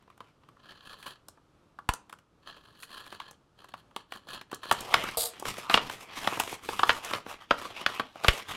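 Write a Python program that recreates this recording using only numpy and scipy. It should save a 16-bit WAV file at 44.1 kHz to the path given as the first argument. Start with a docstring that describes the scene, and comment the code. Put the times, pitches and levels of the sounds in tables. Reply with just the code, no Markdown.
"""In a quiet furnished room, fingers shift a small stiff paper packet on a cloth-covered table.
From 0.6 s a craft knife slits it in short, gritty strokes: fibres tear and creases buckle with sharp
snaps, the loudest near 5 s. The knife is laid down and chatters to rest just after. Then the hands
pull the packet open in a dense rustle of skin on paper, full of snaps. Faint dull pulses lie under
some loud snaps; the table is bumped once during the cutting and harder near the end."""
import sys
import numpy as np
from scipy import signal
from scipy.fft import rfft, irfft
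from scipy.io import wavfile
from scipy.ndimage import uniform_filter1d

SR = 44100
rng = np.random.default_rng(int(sys.argv[2]) if len(sys.argv) > 2 else 0)


def output_pcm(signal):
    """Save a mono or channel-first signal as 16-bit PCM at the path in sys.argv[1].

    Samples are clipped to [-1, 1] before scaling.
    """
    pcm = np.clip(np.atleast_2d(signal).T, -1, 1) * 32767
    wavfile.write(sys.argv[1], SR, np.round(pcm).astype(np.int16))


N = 377496
GRID_HZ = abs(np.fft.fftfreq(4096, 1 / SR))


def cuts(drag, treble):
    """The blade tears fibres, which ring the flat packet."""
    # resonances of the packet lying on the table: (frequency [Hz], width [Hz], level [dB])
    packet = [(1072, 113, 1), (1305, 470, -2), (1690, 210, 1), (2600, 350, -8.5), (3150, 600, -1.5),
              (4215, 800, -4), (6100, 390, -18), (7070, 960, -17), (9960, 3300, -14.5),
              (11200, 3700, -18.5)]
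    fibres = grit(per_s=450, spread_db=1.6, slip_s=.0015, clump_db=2.6, clump_s=.008, hiss=.5)
    bass, middle, upper, top = bands(resonances(packet, valley_db=-25.5))
    body = np.hypot(np.hypot(middle, upper), gain_of(15) * bass)
    return colour(fibres * drag, body) + colour(fibres * treble, top)


def snaps(small_creases, snap_ms=1.476, crunch_ms=16, crunch_db=-19.5):
    """Each buckling crease rings the sheet with a burst of a few milliseconds, then a ragged crunch."""
    # creases: (time [s], level [dB], bass offset [dB], upper middle offset [dB], treble offset [dB])
    creases = [(.077, -44, -9, -18, -34), (.1, -38.5, -30, -15, -26), (.176, -44, -16, -11, -16),
               (.204, -27.5, -14.5, -14.5, -29), (.434, -46, -18, -11, -31), (.487, -37.5, -24, -12.5, -26),
               (.567, -43.5, -22, -28, -34), (1.027, -42.5, -22, 2, -7), (1.284, -38.5, -7, -43, -1.5),
               (1.373, -45, -11, -27, -32), (1.787, -25.5, -24, -21, -33), (1.889, -7, -23, -10, -20),
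               (1.936, -26, -12, -44, -4), (2.095, -36.5, -40, -7, -14), (2.126, -27.5, -25, -12, -19),
               (2.187, -59.5, -30, 8, 1), (2.83, -45, -21, 10, -25), (3.124, -26.5, -10, -8.5, -22),
               (3.2, -22, -33, -9.5, -26), (3.31, -40, -6.5, -8, -4.5), (3.643, -35, -23, -31, -21),
               (3.688, -45, -14, -5, -9), (3.738, -23, -18.5, -11.5, -30), (3.91, -44.5, -22, -13, -27),
               (3.962, -19, -14, -9, -18), (4.121, -24, -12, -6, -20.5), (4.269, -42, -1.5, -21, -35),
               (4.412, -29, -11, -5, -18), (4.514, -28, -23, -9.5, -15), (4.528, -22, -7, -17, -25),
               (4.545, -46, -33, -25, 10.5), (4.712, -1.5, -22, -11, -21.5), (4.723, -23, -4, -2, -2),
               (4.806, -39.5, -24, -15, 6.5), (4.94, 0, -20.5, -5.5, -22), (5.037, -20, -11.5, -14, -16),
               (5.111, -40, -18, -7, -3), (5.397, -42, 0, -5, 6.5), (5.424, -27, 0, -17, -19),
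               (5.453, -20.5, -12, -7.5, -17), (5.581, -28.5, -2.5, -17, -11),
               (5.697, -9.5, -12, -6.5, -26), (5.741, -2, -11.5, -2, -31), (5.774, -4.5, -16, -9, -55),
               (5.897, -19, -12, -7.5, -20), (6.1, -39, -11, -9, -30), (6.273, -6.5, -13.5, -8.5, -26),
               (6.323, -18, -9, -31, -36), (6.372, -21, -8, -27, -21), (6.398, -9.5, -13.5, -7, -11),
               (6.475, -25, -10, -6.5, -21), (6.526, -32.5, 5.5, -6, -26), (6.688, -16.5, -6.5, -9.5, -23),
               (6.792, -8.5, -17.5, -10.5, -33), (6.832, 0, -23, -16, -38), (6.893, -1.5, -19, -6, -30.5),
               (6.902, -12.5, -41, -1.5, -38), (7.047, -27.5, -35, -7, -4), (7.11, -18.5, -14, -16, -23),
               (7.134, -13, -13.5, -6.5, -24), (7.149, -18.5, -13, -9.5, -37), (7.263, -27, -5.5, -12, -52),
               (7.508, -0.5, -15.5, -11.5, -38), (7.651, -23, -32, -20, -37), (7.862, -12, -12.5, 2, -21.5),
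               (7.996, -10, -15.5, -11, -29), (8.156, -30.5, -5, -14.5, -25.5),
               (8.245, -7.5, -16.5, -12.5, -38), (8.282, -6, -9, 2, -14.5)]
    # tone of the snapping sheet: (frequency [Hz], level [dB])
    tone = [(60, -33.5), (100, -7.5), (180, -4), (330, 0), (630, 0), (1130, 13.5), (1500, 5.5),
            (2100, -8.5), (3100, -8), (4400, -16.5), (5900, -21.5), (8800, -22.5), (12500, -27),
            (16000, -35.5)]
    s, db, bass_db, upper_db, top_db = np.r_[creases, small_creases].T[:, :, None]
    age = np.arange(1800) / SR / (snap_ms / 1000)  # in units of the snap's rise time
    noise, ragged = rng.standard_normal((len(s), 2, len(age))).transpose(1, 0, 2)
    ragged = np.maximum(evened(uniform_filter1d(ragged, size=60, axis=1)), 0)
    ragged *= np.hanning(2 * len(age))[len(age):]
    crunch = gain_of(crunch_db) * (age > 2) * ragged * np.exp(-age * snap_ms / crunch_ms)
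    bursts = (age * np.exp(-age) + crunch) * noise
    out = np.zeros(N + SR)
    for band_db, gain in zip([bass_db, -6.0, upper_db, top_db], bands(gain_of(read(tone, GRID_HZ)))):
        rings = signal.fftconvolve(bursts, taps_of(gain)[None], axes=1)
        rings /= np.linalg.norm(rings, axis=1, keepdims=True)
        rings *= gain_of(db + band_db) * np.sqrt(snap_ms * SR / 1000)
        for start, ring in zip(np.round(s[:, 0] * SR).astype(int), rings):
            out[start:start + len(ring)] += ring
    return out[:N]


def crackle(motion, count=50, above_db=12, spread_db=5):
    """Rows for snaps(): small creases give way at random, louder the harder the paper is worked."""
    s = rng.uniform(0, N / SR, count)
    db = 20 * np.log10(motion[(s * SR).astype(int)] + 1e-9) + above_db
    levels = np.c_[db, np.tile([-13, -8, -20], (count, 1))]
    return np.c_[s, levels + spread_db * rng.uniform(-1, 1, (count, 4))]


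def rustle(rub, treble):
    """Skin rubs on paper: dense grit whose treble share changes with the grip."""
    # tone of rubbed paper: (frequency [Hz], level [dB])
    tone = [(59, -15), (100, -14), (215, -13.5), (513, -12), (583, -11), (1010, -3), (1230, -1.5),
            (1480, -7), (2270, -3.5), (3320, -5.5), (4290, -12), (12400, -19), (16000, -32.5)]
    fibres = grit(per_s=400, spread_db=2.5, slip_s=.001, clump_db=1.6, clump_s=.015, hiss=1.5)
    fibres = bending(fibres, patchy_db=3.5)
    bass, middle, upper, top = bands(gain_of(read(tone, GRID_HZ)))
    low = gain_of(-6) * colour(fibres * rub, bass)
    return low + colour(fibres * rub, np.hypot(middle, upper)) + colour(fibres * treble, top)


def bending(x, patchy_db):
    """As the sheet changes shape its resonances wander: random patches over time and frequency."""
    hz, _, spectrum = signal.stft(x, SR, nperseg=512)
    depth_db = patchy_db / (1 + (hz[:, None] / 4500) ** 2)  # the treble stays an even hiss
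    patches = rng.standard_normal(spectrum.shape[::-1]).T
    for _ in range(2):
        patches = uniform_filter1d(uniform_filter1d(patches, size=5, axis=0), size=9, axis=1)
    return evened(signal.istft(spectrum * gain_of(depth_db * evened(patches)), nperseg=512)[1][:N])


def knife(lands_s=5.172, chatter_s=.1, sag_db_per_s=107.5, fall_db_per_s=500):
    """The handle knocks the table top, then the blade chatters to rest and keeps it ringing."""
    # resonances of the steel blade: (frequency [Hz], width [Hz], level [dB])
    steel = [(3900, 1550, 11), (4770, 390, 10.5), (6900, 650, 4.5), (8580, 2400, 10), (11100, 640, 1),
             (11800, 3800, 9), (14200, 900, -16.5)]
    # resonances of the table top: (frequency [Hz], width [Hz], level [dB])
    table_top = [(470, 40, -2), (523, 40, -7), (646, 35, 0), (732, 45, -3), (892, 45, -5), (1190, 90, -11)]
    t = np.arange(N) / SR - lands_s
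    decay_db = sag_db_per_s * t + fall_db_per_s * np.maximum(t - chatter_s, 0)
    chatter = (t > 0) * gain_of(-33.5 - np.maximum(decay_db, 0))
    ticks = chatter * grit(per_s=700, spread_db=2.5, slip_s=.001, clump_db=1.6, clump_s=.005, hiss=.7)
    blows = gain_of(-7) * ticks
    blows[round(lands_s * SR):][:40] += gain_of(-34) * np.hanning(40)  # the handle's knock
    blade = np.hypot(*bands(resonances(steel, valley_db=-23.0))[2:])  # upper middle and treble only
    return colour(blows, resonances(table_top, valley_db=-26)) + colour(ticks, blade)


def thumps():
    """Two clear bumps on the table, and faint dull pulses under loud snaps and the knife's landing."""
    # low thumps: (time [s], level [dB])
    pulses = [(1.889, -21), (4.712, -40), (4.94, -40), (5.178, -39), (5.74, -40), (6.397, -46),
              (6.889, -35), (7.509, -35), (7.86, -45), (8.283, -11)]
    t, out = np.arange(SR // 5) / SR, np.zeros(N + SR)
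    turns = .58 * np.log(1 + t / .004)  # the swing slows as it dies
    swing = -np.sin(2 * np.pi * turns) * np.exp(-t / .012)
    for s, db in pulses:
        out[round((s + .0025) * SR):][:len(t)] += gain_of(db) * swing
    return out[:N]


def room(x, tail_db):
    """Early echoes and a sparse tail that dies faster in the treble; the furnishings colour both."""
    # reverb decay: (frequency [Hz], time to fall 60 dB [s])
    decay = [(150, .3), (1000, .29), (3000, .25), (8000, .19), (15000, .14)]
    # echoes off the table, the wall behind and the ceiling: (delay [s], level [dB])
    echoes = [(.0024, -35), (.0088, -10.5), (0.0106, -11.5), (0.023, -20.5)]
    # tone of what the room sends back: (frequency [Hz], level [dB])
    tone = [(100, -7), (500, -9), (1100, -10.5), (2000, -10.5), (4000, -10), (8000, -4.5), (16000, -19.5)]
    taps = np.zeros(SR // 2)
    slots = np.arange(300, len(taps) - 20, 20)
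    taps[slots + rng.integers(0, 20, len(slots))] = rng.choice([-1., 1.], len(slots))
    hz, t, spectrum = signal.stft(taps, SR, nperseg=256)
    tail = signal.istft(spectrum * gain_of(-60 * t / read(decay, hz)[:, None]), SR, nperseg=256)[1]
    tail *= gain_of(tail_db) / np.linalg.norm(tail)
    for s, db in echoes:
        tail[round(s * SR)] += gain_of(db)
    walls = gain_of(read(tone, GRID_HZ))
    return x + colour(signal.oaconvolve(x, tail), walls) * np.sqrt(np.mean(walls ** 2))


def hush(level_db=-65, swell_db=1.0):
    """Room tone and the microphone's own noise, swelling a little."""
    # noise floor: (frequency [Hz], level [dB])
    tone = [(12, -39), (20, -11.5), (101, -4.5), (134, -3.5), (255, -10), (293, -6.5), (357, -10.5),
            (624, -14), (678, -15), (738, -17), (1290, -15.5), (1910, -27.5), (3160, -27), (12100, -42.5),
            (16000, -64.5)]
    swell = wander(6000)
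    noise = irfft(rfft(rng.standard_normal(N)) * gain_of(read(tone, np.fft.rfftfreq(N, 1 / SR))), N)
    return gain_of(level_db + swell_db * swell) * evened(noise)


def grit(per_s, spread_db, slip_s, clump_db, clump_s, hiss):
    """Friction texture: short slips of noise, in clumps, over a fine hiss."""
    sizes = gain_of(spread_db * np.minimum(rng.exponential(1, N), 3))
    onsets = rng.random(N) < per_s / SR
    slips = signal.lfilter([1], [1, -np.exp(-1 / (slip_s * SR))], sizes * onsets)
    clumps = gain_of(clump_db * np.clip(wander(round(clump_s * SR)), -2, 2))
    return evened((evened(slips) + hiss) * rng.standard_normal(N) * clumps)


def strokes(rows, rise_db_per_s, fall_db_per_s, treble_fall=1.54):
    """Body and treble envelopes of strokes that swell, hold and die away, the treble first."""
    t, out = np.arange(0, N + 64, 64) / SR, 0
    for s, held, db, top_db in rows:
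        swell_db = db - rise_db_per_s * np.maximum(s - t, 0)
        fall_db = fall_db_per_s * np.maximum(t - s - held, 0)
        out = out + gain_of([swell_db - fall_db, swell_db + top_db - treble_fall * fall_db])
    return [np.interp(np.arange(N) / SR, t, gain) for gain in out]


def wander(width):
    """Random drift of unit RMS, smoothed over width samples."""
    return evened(uniform_filter1d(uniform_filter1d(rng.standard_normal(N), width), width))


def resonances(peaks, valley_db):
    """Gain over frequency of a set of peaks above a flat valley."""
    power = sum(gain_of(2 * db) / (1 + (2 * (GRID_HZ - hz) / width) ** 2) ** 2
                for hz, width, db in peaks)
    return np.sqrt(power + gain_of(2 * valley_db))


def bands(gain, crossovers_hz=(650, 2000, 5500)):
    """Splits a gain into bass, middle, upper middle and treble."""
    below = [1 / (1 + (GRID_HZ / hz) ** 8) for hz in crossovers_hz]
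    return gain * np.sqrt(abs(np.diff([0 * gain, *below, 1 + 0 * gain], axis=0)))


def taps_of(gain):
    """Causal filter of unit energy, shaped like the given gain over frequency."""
    log_gain = np.log(gain / gain.max() + 1e-5)
    taps = np.fft.ifft(np.exp(log_gain - 1j * signal.hilbert(log_gain).imag)).real[:2048]
    return taps / np.linalg.norm(taps)


def colour(x, gain):
    return signal.oaconvolve(x, taps_of(gain))[:N]


def read(points, hz):
    """A curve's value at hz, on a log frequency axis."""
    points_hz, value = np.transpose(points)
    return np.interp(np.log(hz + 1), np.log(points_hz + 1), value)


def evened(x):
    return x / np.sqrt(np.mean(x ** 2) + 1e-20)


def gain_of(db):
    return 10 ** (np.asarray(db) / 20)


def scene():
    """Paper and knife sound in the room, over dry thumps and the noise floor."""
    # pulls of the blade: (time at full drag [s], hold [s], level [dB], treble offset [dB])
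    pulls = [(.6, 0.0076, -63, -28), (.645, 0.13, -55, -18), (.795, 0.031, -59, -18),
             (.86, 0.068, -46.5, -13), (.99, 0.036, -54, -7), (1.065, 0.034, -43, -9),
             (2.475, 0.027, -41, -17.5), (2.56, .23, -61, -15), (2.825, 0.004, -47.5, 2),
             (2.91, 0.096, -45, -12), (3.05, 0.098, -51.5, -11), (3.205, 0.087, -52, -19),
             (3.59, .11, -59.5, -15), (3.745, 0.059, -65, -9), (3.965, 0.045, -57.5, -17),
             (4.125, 0.052, -50.5, -10), (4.3, 0.045, -38, -12.5), (4.525, 0.021, -49.5, -28),
             (4.64, 0.17, -43.5, -14)]
    # finger slides: (time at full rub [s], hold [s], level [dB], treble offset [dB])
    slides = [(.01, 0.016, -69, -25), (.1, .03, -72, -14), (.22, 0.07, -68.5, -14), (.42, 0.043, -77, -20),
              (4.73, 0.36, -44, -9.5), (4.955, 0.086, -40.5, -13), (5.1, 0.056, -50, -8),
              (5.2, .21, -53, -14), (5.462, 0.039, -36.5, -5.5), (5.565, 0.036, -45, -5),
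              (5.63, 0.017, -47.5, -10), (5.71, 0.043, -35, -9), (5.82, 0.055, -44, -11),
              (5.915, 0.028, -44, -5), (6, 0.038, -49, -5.5), (6.09, 0.09, -49, -18),
              (6.165, .21, -40.5, -7.5), (6.4, .14, -44.5, -2), (6.638, 0.33, -43, -5.5),
              (7.04, 0.13, -41.5, -8), (7.285, 0.032, -42.5, -6), (7.41, 0.029, -53.5, -13),
              (7.52, 0.023, -43, -14), (7.585, 0.11, -43.5, -9.5), (7.77, 0.042, -42, -14.5),
              (7.89, 0.085, -42, -10.5), (8.04, 0.22, -60.5, -12), (8.17, 0.016, -54, -17),
              (8.24, 0.15, -40.5, -6), (8.49, 0.047, -42, -7)]
    drag, drag_treble = strokes(pulls, rise_db_per_s=696, fall_db_per_s=361)
    rub, rub_treble = strokes(slides, rise_db_per_s=796, fall_db_per_s=279)
    paper = snaps(crackle(drag + rub))
    paper += gain_of(-1.5) * (cuts(drag, drag_treble) + rustle(rub, rub_treble))
    tool = gain_of(8.5) * room(knife(), tail_db=-3.5)
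    return (room(paper, tail_db=-6.0) + tool + thumps() + hush())[None]


def record(dry, full_scale=.8, edge_hz=15900):
    """The microphone stage rounds off the loudest snaps, then a low-pass trims the very top."""
    rounded = full_scale * np.tanh(dry / full_scale)
    low_pass = signal.firwin(511, edge_hz, window=("kaiser", 9), fs=SR)
    return signal.oaconvolve(rounded, low_pass[None], "same")


dry = scene()
out = record(dry)
output_pcm(out)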